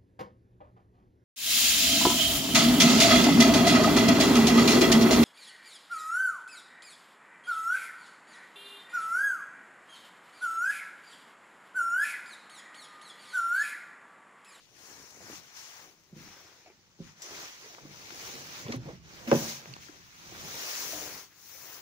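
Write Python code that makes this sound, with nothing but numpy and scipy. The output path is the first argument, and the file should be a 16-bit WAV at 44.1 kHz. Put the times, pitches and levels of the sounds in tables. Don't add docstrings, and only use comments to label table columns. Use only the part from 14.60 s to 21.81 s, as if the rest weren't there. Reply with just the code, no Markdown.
import sys
import numpy as np
from scipy import signal
from scipy.fft import rfft, irfft, next_fast_len
from scipy.io import wavfile
from scipy.ndimage import uniform_filter1d

SR = 44100
rng = np.random.default_rng(int(sys.argv[2]) if len(sys.argv) > 2 else 0)


def log_audio(samples):
    frames = np.atleast_2d(samples).T
    limited = np.clip(frames, -1, 1)
    pcm = np.round(limited * 32767).astype(np.int16)
    wavfile.write(sys.argv[1], SR, pcm)


def invert_db(x):
    u = np.asarray(x, float) / 20
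    return 10 ** u


N = 317961

# frequency in Hz, left-right correlation [-1 to 1].
PORT_LIKENESS = [(60, 0.24), (150, 0.59), (380, 0.88), (950, 0.58), (2380, 0.24), (5980, -0.14),
                 (15000, -0.46)]
# time in seconds, lateness of the left port in ms.
PORT_LAG = [(0, -0.13), (1.2, -0.18), (2.2, 0.13), (3, 0.21), (4.1, 0.27), (4.7, 0.21), (5.2, 0.37),
            (6, 0.19), (7.2, -0.12)]
# frequency in Hz, t60 in seconds.
ROOM_DECAY = [(100, 1), (400, 0.19), (1500, 0.98), (5000, 0.41), (12000, 0.38)]
# frequency in Hz, density in dB per Hz.
SCUFF_SPECTRUM = [(8.8, -50), (15, -9), (32, -23.5), (65, -15), (135, -3.5), (243, -9), (351, 0.5),
                  (498, 0.5), (773, -2), (1200, -4), (1560, -33.5), (2640, -120)]
# peak in seconds, peak level in dB, speeding up in seconds, slowing down in seconds,
# left-right difference in dB.
SCUFFS = [(.32, -66, 0.33, 0.35, 0.5), (.65, -60.5, 0.2, 0.33, -2), (1.28, -64.5, 0.5, 0.094, 2),
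          (1.8, -65.5, 0.37, 0.43, 0), (2.78, -53.5, 0.23, 0.16, -2), (3.15, -61.5, 0.33, 0.69, -3.5),
          (3.72, -55, 0.46, 0.46, -4), (4.1, -52, 0.2, 0.17, -3), (4.285, -49.5, .06, 0.088, -3),
          (4.66, -57, 0.26, 0.16, -13.5), (4.79, -44, 0.16, 0.173, -1), (5.05, -59.5, 0.57, 0.23, -3),
          (5.36, -65, 0.26, 0.091, -2), (5.95, -52.5, 0.42, 0.41, -2), (6.44, -51, 0.76, 0.25, 0),
          (7.15, -60, 0.34, 0.1, 0)]
# peak in seconds, peak level in dB, speeding up and slowing down in seconds.
SETTLES = [(.384, -71, 0.12, 0.11), (.68, -61.5, 0.2, 0.26), (1.588, -54, 0.09, 0.18),
           (2.41, -52.5, 0.023, 0.14), (2.75, -66, 0.14, 0.28), (3.25, -59.5, 0.066, 0.28),
           (3.716, -61.5, 0.39, 0.95), (4.1, -52, 0.16, 0.43), (4.3, -57, .2, 0.35),
           (4.66, -54.5, 0.25, 0.19), (4.8, -52, .1, 0.18), (5.126, -58.5, 0.088, 0.24),
           (5.38, -63, 0.32, 0.22), (5.842, -56, 0.36, 0.3), (6.4, -57.5, 0.33, 0.25),
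           (6.99, -69.5, 0.09, .2)]
# frequency in Hz, density in dB per Hz.
CLOTH_SPECTRUM = [(400, -7), (700, -6), (2200, -6.5), (3700, -5.5), (4800, -1), (6000, 4.5), (7000, 0),
                  (7500, -5.5), (7900, -10), (10500, -7), (13600, -10.5), (14700, 1), (15500, 1.5)]
# peak in seconds, peak level in dB, speeding up in seconds,
# slowing down in seconds, weight of the folds in dB.
SWISHES = [(.28, -57.5, 0.18, 0.72, -3), (.76, -53.5, 0.24, 0.064, -2), (.98, -53, 0.051, 0.21, -6.5),
           (1.18, -59.5, 0.6, 0.2, 1), (1.61, -61, 0.077, 0.64, 0), (2.47, -63.5, 0.11, 0.11, 0.5),
           (2.622, -51, 0.0033, 0.11, -9.5), (2.8, -50, 0.27, 0.19, -2), (3.05, -58.5, 0.46, 0.31, -1),
           (3.43, -58.5, 0.26, 0.44, 0.5), (3.67, -51.5, 0.26, 0.3, -3), (3.99, -52.5, 0.3, 0.11, -0.5),
           (4.14, -57.5, 0.16, 0.054, 6), (4.28, -64, 0.13, 0.16, 4.5), (4.55, -60.5, 0.16, 1, 1.5),
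           (4.68, -53, 0.0067, 0.22, 6.5), (4.76, -44.5, 0.06, 0.15, -4), (4.89, -44.5, 0.15, 0.14, -6),
           (5.23, -58, 0.038, 0.11, -6.5), (5.06, -62.5, 0.37, 1, 0), (5.9, -55, 0.5, 0.36, 0),
           (6.18, -44.5, 0.48, 0.55, -4.5), (6.6, -57, 0.97, 0.082, 2), (6.9, -61.5, 0.19, 0.39, -14.5),
           (7.15, -56, 0.52, 0.11, -0.5)]
# time in seconds, nearness in dB, shading of the right port in dB,
# slack of the cloth in dB.
SLEEVE = [(0, 0, 16, 5), (.3, -4, 30, -14.5), (.55, -6, 36, -17.5), (.85, -4, 33, -4), (1.0, -9, 39, -8.5),
          (1.2, -5, 43, -6.5), (2.1, -9.5, 8, -5.5), (2.65, -12.5, 18, -6.5), (3.4, -8, 22, -2.5),
          (3.8, -4.5, 6, -1.5), (4.45, -13.5, 18, -5), (4.78, -1, 6, -2.5), (5.15, -11, 19, -5.5),
          (5.9, -3.5, 13, -3), (6.5, -0.5, 23, -6), (6.75, -4.5, 25.5, -6.5), (6.95, -1.5, 48, -7.5),
          (7.21, -3.5, 34, -6)]
# time in seconds, left-right difference in dB.
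ARM_SIDE = [(0.0, 6), (1.97, 3.5), (2.21, 0), (2.45, 4), (3.05, -1), (3.27, 3.5), (3.86, -0.5), (5.14, 0.5),
            (5.3, 4.5), (5.56, -0.5), (6.47, 3), (6.71, 2), (6.79, 3.5), (7.21, 3)]
# time in seconds, level in dB.
PORT_WHISTLE = [(0, -31), (1.2, -4), (2.5, -1.5), (6.5, -2), (7.2, 6.5)]
# start in seconds, level in dB, centre in Hz, t60 in seconds,
# left-right difference in dB.
SCRAPES = [(2.061, -56, 2550, .05, 2), (2.07, -60, 2350, 0.14, 6), (2.071, -53.5, 660, 0.12, 2),
           (2.097, -62, 2250, 0.12, 4), (2.116, -60, 417, 0.061, -6), (2.619, -41, 5340, .03, 6),
           (2.62, -39, 7250, 0.022, 8), (2.62, -50, 13500, .012, 12), (2.625, -54, 14500, .012, 12),
           (3.25, -48, 300, .08, 0), (3.295, -52, 350, 0.046, 0), (3.759, -52, 140, 0.42, -3),
           (4.105, -54, 6200, .1, 0), (4.1216, -39, 2090, .06, 8), (4.1204, -38, 5560, 0.046, -4),
           (4.128, -41, 1090, 0.093, 0), (4.143, -46, 4300, 0.065, 0), (4.1625, -57, 14500, .008, 12),
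           (4.1625, -50, 8800, .01, 12), (4.674, -38, 600, .05, 0), (4.756, -44, 3300, 0.055, 0),
           (5.285, -48, 1500, .05, 13), (6.33, -45, 620, .15, -2), (3.735, -47, 380, 0.12, 0),
           (3.825, -53, 130, .15, 0), (4.054, -37, 141, 0.14, 0), (4.091, -40, 125, 0.14, -2),
           (4.089, -40, 410, 0.073, 0), (4.129, -43, 400, .12, 0), (4.254, -46, 330, .08, 0),
           (4.3, -55, 696, .1, 3), (4.335, -56, 420, 0.051, 0), (3.041, -57, 440, .15, 0)]
# time in seconds, level in dB, pitch in Hz,
# left-right difference in dB.
SLIPS = [(0.55, -52, 550, 0), (0.574, -47, 450, 0), (0.607, -47, 600, 0), (.619, -46, 550, -2),
         (.668, -48, 700, -2), (.685, -46, 704, 3), (.7, -37, 380, 0), (.709, -49, 500, 0),
         (.73, -42, 900, 0), (3.184, -40, 960, 0), (3.188, -40, 1000, 8), (3.261, -45, 1000, 8),
         (3.345, -41, 1500, 4), (3.5054, -35, 1300, 10), (5.058, -35, 1730, 15), (5.1662, -37.5, 900, -3),
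         (5.1662, -39, 2100, 3), (3.5067, -33, 2480, 13), (3.149, -37, 1900, 16), (.206, -56, 380, 0),
         (.238, -52, 400, 0), (.288, -53, 400, 0), (.301, -51, 300, 0), (.315, -48, 350, 0),
         (.333, -55, 330, 0), (.358, -56, 360, 0), (.382, -51, 300, 0), (.4, -48, 350, 0),
         (.418, -54, 450, 0), (.441, -50, 380, 0), (.525, -52, 550, 0), (.629, -52, 500, 0),
         (.644, -54, 300, 0), (4.0982, -35, 330, -2), (4.1427, -45, 500, 0)]
# start in seconds, level in dB, pitch in Hz, t60 in seconds,
# left-right difference in dB.
PINGS = [(2.0612, -55, 770, 0.027, 2), (3.186, -42, 1010, 0.028, 0), (4.0817, -42, 2200, .015, 0),
         (4.121, -39, 5300, .02, 0), (4.1218, -39, 2000, .03, -4), (4.2805, -39, 612, .04, 1),
         (4.714, -29, 2620, .04, -2), (4.7145, -28.5, 1240, .05, -1), (5.1383, -30, 4470, .009, -9),
         (5.1385, -32.5, 2700, 0.0074, -5), (5.1383, -39, 6000, .006, -8)]
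# start in seconds, level in dB, pitch in Hz, t60 in seconds,
# left-right difference in dB.
RATTLES = [(0.5053, -45.5, 5900, 0.031, 11), (0.845, -48, 1530, 0.039, -6), (2.061, -49, 700, 0.055, 2),
           (2.6198, -41, 6400, 0.02, 9), (3.149, -48, 3280, 0.012, 12), (4.001, -47, 4540, 0.019, 15),
           (4.0817, -39, 3460, 0.038, -2), (4.122, -33.5, 4120, 0.037, -1), (4.1444, -53, 3960, .04, 0),
           (4.1625, -50, 9000, 0.005, 18), (4.674, -34, 2640, 0.045, -2), (4.85, -39, 4930, 0.022, -2)]
# start in seconds, level in dB, pitch in Hz, t60 in seconds,
# upper ring in dB relative to the low one.
STEPS = [(0.703, -46.5, 266, 0.13, -17), (0.729, -41.5, 307, 0.061, -3), (1.527, -38.5, 157, 0.1, -8),
         (1.56, -42.5, 153.4, 0.23, -2.5), (1.594, -58, 151, 0.33, -13), (2.064, -48, 600, 0.041, -16),
         (2.075, -56, 323, 0.11, -4), (2.099, -49, 365, 0.068, -3), (2.388, -49, 335, 0.071, -11),
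         (2.4, -33, 165.5, 0.15, -5.5), (2.439, -53, 153, 0.18, -3), (2.643, -53.5, 346, 0.2, -14),
         (3.035, -55, 430, .1, -12), (3.059, -47.5, 447, 0.09, -12), (3.24, -48, 148, 0.73, -8),
         (3.732, -50, 247, 0.62, -12)]
# seconds, dB, Hz, seconds, dB.
HANDLE = [(4.064, -34, 430, 0.037, 4), (4.083, -30, 251, 0.13, -7), (4.096, -25, 239, 0.11, -9),
          (4.138, -27, 256, 0.11, -4), (4.152, -28, 122.4, 0.25, -16), (4.185, -36, 115.6, 0.18, -31),
          (4.253, -33.5, 149, 0.16, -6.5), (4.276, -46.5, 292, 0.094, -0.5), (4.285, -35, 484, 0.092, -5),
          (4.328, -35.5, 142, 0.1, -18), (4.6693, -24.5, 237.2, 0.44, -10.5)]
# seconds, dB, Hz, seconds, dB.
SWING = [
    (5.07, -42, 168.5, 0.062, -17),
    (5.087, -39.5, 127.7, 0.24, -6.5),
    (5.29, -38.5, 308, 0.058, -9),
    (5.718, -42.5, 338, 0.087, 1),
    (6.325, -43, 304, 0.45, -1),
    (6.943, -55.5, 530, 0.11, -2),
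]
# frequency in Hz, level in dB, t60 in seconds.
DOOR_MODES = [(157.8, -1.5, 0.29), (237.7, 3.5, 0.14), (401, 4.5, 0.11), (551, 3.5, 0.11), (722, -8, 0.1),
              (843, -3.5, 0.067), (1043, -8, 0.057), (318, 2.5, 0.11), (1310, -21, 0.077),
              (1606, -14.5, 0.075), (2150, -35, 0.05), (2620, -16, .045), (3540, -34, 0.0294),
              (5900, -31.5, 0.035)]
# start in seconds, level in dB, hardness [share of 9 dB per octave].
PAWL_CONTACTS = [
    (4.7142, -21.5, 0.71),
    (4.7183, -14, -0.0062),
    (4.727, -17.5, 0.27),
    (4.7407, -25.5, -0.056),
    (4.7491, -22, -0.46),
]
# lower edge in Hz, upper edge in Hz, level in dB, t60 in seconds.
CRACK_BANDS = [(450, 1150, -30, 0.17), (900, 1740, -31.5, 0.11), (1500, 2800, -34.5, 0.04),
               (3000, 5900, -34, 0.033)]


def evened(x):
    return x / np.sqrt(np.mean(x ** 2) + 1e-20)


def read(points, hz):
    f, value = np.transpose(points)
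    return np.interp(np.log(hz + 1), np.log(f + 1), value)


def columns(rows, t):
    s, *values = np.transpose(rows)
    return [np.interp(t, s, v) for v in values]


def bandpass(lo_hz, hi_hz):
    return signal.butter(2, [lo_hz, hi_hz], "band", fs=SR, output="sos")


def sides(db):
    left = invert_db(db)
    return np.array([left, np.ones_like(left)]) * 2 / (1 + left)


def add(mix, s, sound, pan_db=0.):
    late = columns(PORT_LAG, s)[0] * SR / 2000
    for side, gain, shift in zip(mix, sides(pan_db), (late, -late)):
        part = side[round(s * SR + shift):][:len(sound)]
        part += gain * sound[:len(part)]


def ring(t, hz, t60, rise_s, phase=0.):
    onset = 1 - np.exp(-(t / rise_s) ** 2)
    return onset * invert_db(-60 * t / t60) * np.sin(2 * np.pi * (hz * t + phase))


def strokes(rows, rest_db):
    roundness, steepness = 1.36, 1.316
    t = np.arange(0, N / SR + .002, .001)
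    s, db, swell, fade, *more = np.array(rows).T[:, :, None]
    way = np.where(t < s, (s - t) / np.maximum(swell, .002), (t - s) / np.maximum(fade, .002))
    speed = 1 - np.minimum(way, 1) ** roundness
    power = invert_db(2 * db) * speed ** (2 * steepness)
    total = power.sum(0) + invert_db(2 * rest_db)
    curves = [10 * np.log10(total)]
    curves += [(power * m).sum(0) / total for m in more]
    return [np.interp(np.arange(N) / SR, t, curve) for curve in curves]


def friction(spectrum, edges_hz, size, patchy_db, grain_db):
    hop = size // 4
    frames, hz = N // hop + 5, np.fft.rfftfreq(size, 1 / SR)
    a, b, c, d, patches = rng.standard_normal((frames, len(hz), 5)).T
    shared, separate = a + 1j * b, c + 1j * d
    patches = uniform_filter1d(patches, size=8, axis=0)
    patches = evened(uniform_filter1d(patches, size=10, axis=1))

    same = np.clip(read(PORT_LIKENESS, hz), 0, 1)[:, None]
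    lag_ms = columns(PORT_LAG, np.arange(frames) * hop / SR)[0]
    late = np.exp(-2j * np.pi * hz[:, None] * lag_ms / 1000)
    z = np.array([shared * late, same * shared + np.sqrt(1 - same ** 2) * separate])
    z *= invert_db(read(spectrum, hz)[:, None] + patchy_db * patches)
    noise = signal.istft(z, nperseg=size, noverlap=size - hop)[1][:, :N]

    snags = uniform_filter1d(rng.exponential(1, N) ** 2 - 2, size=size // 8)
    snags = invert_db(grain_db * evened(snags))
    long = next_fast_len(N)
    whole, hz = rfft(noise, long), np.fft.rfftfreq(long, 1 / SR)
    bands = []
    for lo, hi in zip(edges_hz, edges_hz[1:]):
        share = 1 / np.sqrt((1 + (lo / (hz + 1)) ** 12) * (1 + (hz / hi) ** 12))
        band = snags * irfft(whole * share, long)[:, :N]
        bands.append(band / np.sqrt(np.mean(band.mean(0) ** 2)))
    return bands


def garage(x):
    taps = np.zeros((2, SR // 2 + 400))
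    slots = np.arange(300, SR // 2, 20)
    at = slots + rng.integers(0, 20, (2, len(slots)))
    np.put_along_axis(taps, at, rng.choice([-1., 1.], at.shape), 1)
    taps[1] = taps[0] + 0.57 * taps[1]
    hz, t, z = signal.stft(taps, SR, nperseg=512)
    decay = invert_db(-60 * t / read(ROOM_DECAY, hz)[:, None])
    tail = signal.istft(z * decay, SR, nperseg=512)[1]
    tail = tail / np.linalg.norm(tail[0])
    return signal.fftconvolve(x.mean(0)[None], tail, axes=1)[:, :N]


def shuffle():
    scuff_db, pan_db = strokes(SCUFFS, rest_db=-76.5)
    boom_db, = strokes(SETTLES, rest_db=-73.5)
    sway_db = -74.5 + 0.91 * (boom_db + 66.5)
    sway, boom, scuff = friction(SCUFF_SPECTRUM, [12, 75, 250, 900], size=2048, patchy_db=1.2, grain_db=1.3)
    scuffing = invert_db(scuff_db) * sides(pan_db) * scuff
    swaying = invert_db(sway_db) * sides([-4.]) * sway
    return scuffing + invert_db(boom_db) * boom + swaying


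def jacket():
    t = np.arange(N) / SR
    rest_db = -73.5
    rub_db, heavy_db = strokes(SWISHES, rest_db)
    heavy_db = heavy_db - .5 * np.maximum(rest_db + 4.0 - rub_db, 0)
    weave_db, weave_pan_db, slack_db = columns(SLEEVE, t)
    light_db = slack_db + 0.29 * heavy_db - 0.1 * (rub_db + 49.0)
    edges_hz = [800, 2300, 4000, 7600, 13800, 17000]
    heavy, light, rub, weave, port = friction(CLOTH_SPECTRUM, edges_hz, size=512, patchy_db=1.5, grain_db=0.76)
    body = rub + invert_db(heavy_db) * heavy + invert_db(light_db) * light
    body = sides(columns(ARM_SIDE, t)[0]) * body
    fine = invert_db(-4.5) * weave + invert_db(columns(PORT_WHISTLE, t)[0]) * port
    fine = sides(weave_pan_db) * invert_db(weave_db) * fine
    return invert_db(rub_db) * (body + fine)


def scrapes():
    out, t = np.zeros((2, N)), np.arange(SR // 4) / SR
    width = .14
    for s, db, hz, t60, pan_db in SCRAPES:
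        band = bandpass(hz / (1 + width), min(hz * (1 + width), SR / 2.2))
        crowd = evened(signal.sosfiltfilt(band, rng.standard_normal(len(t))))
        onset = np.minimum(t * hz / 2, 1)
        add(out, s, invert_db(db - 60 * t / max(t60, .003)) * onset * crowd, pan_db)
    return out


def pops():
    out, t = np.zeros((2, N)), np.arange(-60, 400) / SR
    for s, db, hz, pan_db in SLIPS:
        cycles = t * hz
        slip = -np.sin(2 * np.pi * cycles) * np.exp(-(cycles / 0.42) ** 2)
        after = ring(np.maximum(t, 0), 1.9 * hz, 4.6 / hz, 0.1 / hz)
        add(out, s - 60 / SR, 1.4 * invert_db(db) * (slip + 0.31 * after), pan_db)
    return out


def pings():
    out, t = np.zeros((2, N)), np.arange(3000) / SR
    for s, db, hz, t60, pan_db in PINGS:
        add(out, s, invert_db(db) * ring(t, hz, max(t60, .003), .5 / hz), pan_db)
    return out


def ticks():
    out, t = np.zeros((2, N)), np.arange(3000) / SR
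    for s, db, hz, t60, pan_db in RATTLES:
        u = rng.random(2)
        rings = ring(t, hz, t60, .0001)
        rings += 0.2 * ring(t, hz * (0.46 + 0.18 * u[0]), 0.91 * t60, .0001)
        rings += 0.27 * ring(t, hz * (1.4 + 0.364 * u[1]), 0.65 * t60, .0001)
        band = bandpass(hz / 2.0, min(1.35 * hz, 16000))
        snap = signal.sosfilt(band, rng.standard_normal(len(t))) * invert_db(-60 * t / t60)
        add(out, s, invert_db(db) * (.55 * rings + 1.4 * snap), pan_db)
    return out


def thuds():
    out, t = np.zeros((2, N)), np.arange(SR // 2) / SR
    contact_s, press_share = 0.0021, 0.026
    strain_s, strain_length_s, strain_db = 4.7, .01, -9
    for k, (s, db, hz, t60, upper_db) in enumerate(STEPS + HANDLE + SWING):
        u = rng.random(3)
        t60 = np.clip(t60, .015, .6)
        by_foot = k < len(STEPS)
        rise = contact_s if by_foot else .5 * contact_s + press_share * t60
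        low = ring(t, hz, t60, rise)
        low += 0.35 * ring(t, hz * (1.3 + 0.075 * u[0]), t60, rise, u[1])
        upper = ring(t, hz * (2.1 + 0.31 * u[2]), 0.47 * t60, rise, u[0])
        upper += 0.24 * ring(t, hz * (2.9 + 0.47 * u[1]), 0.99 * t60, rise, u[2])
        stilled = np.clip((s + t - strain_s) / strain_length_s, 0, 1) * (s < strain_s)
        add(out, s, invert_db(db + strain_db * stilled) * (low + invert_db(upper_db) * upper), -.8)
    return out


def latch():
    out, t = np.zeros((2, N)), np.arange(SR // 4) / SR
    places = rng.random((len(DOOR_MODES), 2))
    for s, blow_db, hard in PAWL_CONTACTS:
        for (hz, db, t60), (phase, place) in zip(DOOR_MODES, places):
            pan_db = -1.5 + 12 * (place - .5) * min(hz / 1000, 1)
            free_phase = hz > 350 or hz < 200
            mode = ring(t, hz, 0.48 * t60, 0.99 / hz, phase * free_phase)
            tilt_db = 9.0 * hard * np.log2(hz / 400)
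            add(out, s, invert_db(blow_db + db + tilt_db) * mode, pan_db)

    start = round(PAWL_CONTACTS[0][0] * SR)
    onset = np.minimum(t / 0.00052, 1)
    for lo_hz, hi_hz, db, t60 in CRACK_BANDS:
        band = signal.sosfilt(bandpass(lo_hz, hi_hz), rng.standard_normal((2, len(t))))
        blurred = evened(band + 0.23 * band[::-1])
        out[:, start:start + len(t)] += invert_db(db - 60 * t / t60) * blurred * onset
    return out


def scene():
    blows = thuds() + ticks() + pops() + pings() + latch()
    blows = signal.sosfilt(signal.butter(3, 105, "high", fs=SR, output="sos"), blows)
    return blows + invert_db(-14.5) * garage(blows) + jacket() + shuffle() + scrapes()


def low_pass(x):
    return signal.sosfilt(signal.butter(12, 16800, fs=SR, output="sos"), x)


def record(dry):
    x = signal.sosfilt(signal.butter(1, 25, "high", fs=SR, output="sos"), dry)
    x = .55 * np.tanh(x / .55)
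    band_limit = signal.firwin(1601, 15680, window=("kaiser", 7), fs=SR)
    mix = signal.oaconvolve(x, band_limit[None], "same")
    return low_pass(mix)


dry = scene()
out = record(dry)
log_audio(out)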